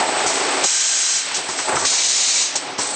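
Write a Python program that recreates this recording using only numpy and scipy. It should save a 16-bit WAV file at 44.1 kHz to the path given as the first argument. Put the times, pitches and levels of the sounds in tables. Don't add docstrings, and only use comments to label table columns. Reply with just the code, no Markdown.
import sys
import numpy as np
from scipy import signal
from scipy.fft import rfft, irfft
from scipy.io import wavfile
from scipy.ndimage import uniform_filter1d

SR = 44100
rng = np.random.default_rng(int(sys.argv[2]) if len(sys.argv) > 2 else 0)


def store_wav(level_fs):
    pcm = np.round(np.clip(np.atleast_2d(level_fs), -1, 1) * 32767)
    wavfile.write(sys.argv[1], SR, pcm.T.astype(np.int16))


N = 130095
T = np.arange(N) / SR
HZ = np.maximum(np.arange(N // 2 + 1) * SR / N, 1)
CUTOFF_HZ = 8560


def exhausts():
    spans = [(.635, 1.188), (1.847, 2.43)]
    # level in dB, slope while open in dB/s, fall after closing in dB/s.
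    flows = [(-11.5, -6.5, 211), (-12, 5, 191)]
    # frequency in Hz, level in dB.
    colours = [
        [(100, -58), (300, -24), (800, -9), (1150, -12.5), (2200, -7), (3600, -4.5), (4700, -2), (5800, 3),
         (6500, 5.5), (7300, 1), (8400, 4)],
        [(100, -28.5), (300, -23.5), (800, -13.5), (1400, -16), (2100, -9.5), (3300, -8), (4100, -2),
         (4800, -7), (6400, 0), (7400, -5), (8400, -1.5)],
    ]
    # frequency in Hz, width in Hz, level in dB against the hiss.
    resonances = [
        [(1564, 36, -18.5), (3110, 90, -18.5), (3980, 34, -17), (4090, 30, -19), (4160, 36, -23.5),
         (5012, 16, -20), (5440, 25, -29), (5440, 44, -16.5), (6350, 30, -18), (5940, 20, -25.5),
         (5843, 40, -10), (6750, 31, -11.5), (7480, 37, -18.5), (7550, 78, -11)],
        [(2304, 21, -23), (3910, 50, -17.5), (3800, 20, -23), (4480, 28, -16), (4900, 22, -21),
         (5055, 50, -13.5), (5480, 25, -21), (5560, 24, -18), (5810, 25, -22), (5900, 30, -18), (6660, 17, -25),
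         (6960, 43, -15.5), (6390, 45, -14), (7103, 50, -10)],
    ]
    out = 0
    for span_s, (db, slope_db_s, fall_db_s), colour, modes in zip(spans, flows, colours, resonances):
        hiss = turbulence(colour)
        ring = sum(from_db(mode_db) * resonance(hz, width_hz) for hz, width_hz, mode_db in modes)
        flow = valve(*span_s, rise_s=.007, fall_db_s=fall_db_s, slope_db_s=slope_db_s)
        out += from_db(db) * (hiss + ring) * flow
    return out * flutter(depth_db=.5, rate_hz=47)


def puffs():
    # start, rise and length in seconds, level in dB, fall in dB/s.
    spits = [(0.258, 0.0068, 0.03, -17, 74), (1.339, 0.018, 0.0081, -14.5, 336),
             (1.484, .006, 0.02, -26.5, 118), (1.573, .008, 0.027, -27, 121.5),
             (1.751, .008, 0.049, -20, 81), (2.554, 0.0027, 0.008, -12, 480),
             (2.779, 0.012, 0.0067, -20, 104)]
    # frequency in Hz, level in dB.
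    colour = [(200, -43), (1000, -15), (2500, -7), (4200, -2.5), (5800, 3.5), (7300, 1.5), (8400, 2.5)]
    flow = sum(from_db(db) * valve(start_s, start_s + length_s, rise_s, fall_db_s)
               for start_s, rise_s, length_s, db, fall_db_s in spits)
    return flow * turbulence(colour)


def suction():
    # start and stop in seconds, level in dB, slope in dB/s, pipe resonance in Hz.
    strokes = [(-.02, 0.655, -20, -3.5, 766), (1.671, 1.851, -20.5, -13, 890)]
    # frequency in Hz, level in dB.
    colour = [(50, -58), (110, -17), (200, -11.5), (290, -4), (385, 4), (470, 3.5), (580, 3), (900, 0),
              (1200, 0.5), (1700, -2.5), (2300, -4), (3200, -13.5), (5000, -19.5), (8400, -10.5)]
    rise_s, fall_db_s, pipe_fade_db_s = .019, 1007, 8
    shudder = from_db(-34.5) * resonance(hz=135, width_hz=120)
    out = shudder * valve(1.73, 1.857, rise_s, fall_db_s)
    for start_s, stop_s, db, slope_db_s, pipe_hz in strokes:
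        pipe_db = -3.5 - pipe_fade_db_s * np.maximum(T - start_s, 0)
        pipe = from_db(pipe_db) * resonance(pipe_hz, width_hz=170)
        rush = cabinet(turbulence(colour) + pipe)
        out += from_db(db) * rush * valve(start_s, stop_s, rise_s, fall_db_s, slope_db_s)
    return out * flutter(depth_db=1.5, rate_hz=92)


def knocks():
    times = [.004, .263, .643, 1.138, 1.489, 1.589, 1.685, 1.73, 1.769, 1.849, 1.915, 2.553, 2.787]
    # level in dB, low-pass in Hz, clatter T60 in seconds, pitch of the struck part in Hz,
    # its level in dB against the clatter.
    impacts = [(-18, 1200, 0.36, 814, 3.5), (-15, 2500, .05, 680, -6), (-19.5, 1100, .025, 410, 10.5),
               (-33.5, 230, 0.07, 100, 5), (-24.5, 1700, 0.065, 1100, 2.5), (-19, 5000, 0.099, 940, -8),
               (-23, 2800, 0.063, 740, -1), (-14.5, 1500, 0.067, 680, -9.5), (-18, 1600, 0.064, 1250, 4.5),
               (-14, 2800, .03, 1900, 1), (-19, 1400, 0.39, 850, -6), (-15.5, 1350, 0.023, 650, 3),
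               (-17.5, 1120, 0.21, 1040, -8.5)]
    # frequency in Hz, level in dB, T60 in seconds.
    frame_modes = [(283, -10, 0.13), (381, -3, 0.09), (645, -18, 0.067), (835, -6, 0.098),
                   (1130, -6.5, 0.047), (1325, -15, 0.13), (1640, -7.5, 0.055), (2370, -4.5, 0.055),
                   (2640, -11, .08)]
    clatter = from_db(-1) * turbulence([(40, -27.5), (140, -14), (400, 9.5), (1800, 17), (8000, -11)])
    out = 0
    for start_s, (db, lowpass_hz, clatter_t60_s, part_hz, part_db) in zip(times, impacts):
        age_s = np.maximum(T - start_s, 0)
        ring_s = age_s[age_s < .5]
        ring = 0
        for hz, mode_db, t60_s in frame_modes:
            decay = from_db(mode_db + rng.normal(0, 2.9) - 60 * ring_s / t60_s)
            ring += decay * rng.choice([-1, 1]) * np.cos(2 * np.pi * hz * ring_s)
        frame = from_db(-10.5) * np.pad(ring, (0, N - len(ring)))
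        part = from_db(part_db) * resonance(part_hz, width_hz=260)
        burst = (T > start_s) * from_db(-60 * np.minimum(age_s / clatter_t60_s, 2))
        out += from_db(db) * butterworth(frame + (clatter + part) * burst, "low", lowpass_hz)
    return butterworth(out, "high", hz=125, order=3)


def leak():
    # time in seconds, level in dB.
    curve = [(0, -26), (.6, -26.5), (1.2, -30), (1.3, -33), (1.48, -32.5), (1.7, -27.5), (1.85, -28),
             (2.45, -72.5), (2.58, -27), (2.775, -51.5), (2.795, -26), (2.95, -26.5)]
    # frequency in Hz, level in dB.
    colour = [(1500, -38.5), (3300, -17), (4400, -3), (5400, -20), (6800, -8.5), (7600, -1), (8050, 7),
              (8450, 0.5)]
    return level(curve) * turbulence(colour) * flutter(depth_db=1.9, rate_hz=60)


def hall_hiss():
    # time in seconds, level in dB.
    curve = [(0, -23.5), (1.2, -24.5), (1.38, -27), (1.46, -30.5), (1.65, -30), (2.45, -24.5), (2.6, -26),
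             (2.7, -32), (2.775, -35), (2.82, -29.5), (2.95, -35.5)]
    # frequency in Hz, level in dB.
    colour = [(400, -35), (1000, 6), (2200, 12), (3200, 10.5), (4500, 9), (5600, 8), (6800, 3), (8400, -23)]
    return level(curve) * turbulence(colour)


def motors():
    # time in seconds, level in dB.
    curve = [(0, -34.5), (1.2, -38), (1.4, -32), (1.85, -32.5), (2.5, -32), (2.62, -30), (2.75, -33),
             (2.95, -31)]
    # frequency in Hz, level in dB.
    colour = [(25, -23.5), (45, -26.5), (70, -25.5), (95, -14), (125, -7.5), (190, -7), (280, 0), (520, 4),
              (850, 5), (1100, 1), (1600, -1.5), (3000, -13.5), (8000, -37)]
    return cabinet(level(curve) * turbulence(colour) * flutter(depth_db=1, rate_hz=41))


def cabinet(x):
    # frequency in Hz, width in Hz, boost in dB.
    modes = [(127, 7, 6), (189, 8.2, 4), (274.7, 13.4, 8.5), (384.5, 6.1, 8), (641.4, 8.8, 5.5),
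             (737, 8.4, 7), (845.4, 11, 7.5), (1173, 7, 4.5), (1384, 23, 1), (1400, 17, 2.5)]
    return x + sum((from_db(db) - 1) * signal.lfilter(*signal.iirpeak(hz, hz / width_hz, fs=SR), x)
                   for hz, width_hz, db in modes)


def reflections(x, t60_s):
    tail = rng.standard_normal(N) * from_db(-60 * T / t60_s) * (T > .003)
    return signal.fftconvolve(x, tail / np.sqrt(np.sum(tail ** 2)))[:N]


def valve(open_s, close_s, rise_s, fall_db_s, slope_db_s=0):
    rise = np.clip((T - open_s) / rise_s, 0, 1)
    held_s = np.clip(T - open_s, 0, close_s - open_s)
    return rise * from_db(slope_db_s * held_s - fall_db_s * np.maximum(T - close_s, 0))


def turbulence(colour):
    hz, db = np.transpose(colour)
    gain = from_db(np.interp(np.log(HZ), np.log(hz), db))
    return shaped_noise(gain / (1 + (HZ / CUTOFF_HZ) ** 40))


def resonance(hz, width_hz):
    detune_hz = (HZ ** 2 - hz ** 2) / (2 * HZ)
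    return shaped_noise(1 / (1 + (1.3 * detune_hz / width_hz) ** 2))


def flutter(depth_db, rate_hz):
    return from_db(depth_db * shaped_noise(1 / (1 + (HZ / rate_hz) ** 2)))


def shaped_noise(gain):
    noise = irfft(rfft(rng.standard_normal(N)) * gain, N)
    return noise / np.sqrt(np.mean(noise ** 2) + 1e-20)


def level(curve):
    return from_db(np.interp(T, *np.transpose(curve)))


def butterworth(x, kind, hz, order=2):
    return signal.sosfilt(signal.butter(order, hz, kind, fs=SR, output="sos"), x)


def from_db(db):
    return 10 ** (np.asarray(db) / 20)


def scene():
    blows = knocks()
    machine = exhausts() + puffs() + suction() + blows
    reverb = from_db(-5.5) * reflections(blows, t60_s=.16)
    mono = machine + reverb + leak() + hall_hiss() + motors()
    return np.array([mono, mono])


def record(dry):
    threshold_db, reduction_share, attack_s, release_db_s = -19.5, .75, .012, 61.5
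    sound = butterworth(dry, "high", hz=70)
    power = uniform_filter1d(sound[0] ** 2, size=500)
    over_db = np.maximum(10 * np.log10(np.maximum(power, 1e-12)) - threshold_db, 0)
    held_db = np.maximum.accumulate(over_db + release_db_s * T) - release_db_s * T
    pole = np.exp(-1 / (attack_s * SR))
    reduction_db = reduction_share * signal.lfilter([1 - pole], [1, -pole], held_db)
    top_cut = signal.ellip(12, .2, 85, CUTOFF_HZ, fs=SR, output="sos")
    return signal.sosfilt(top_cut, sound * from_db(-reduction_db))


dry = scene()
out = record(dry)
store_wav(out)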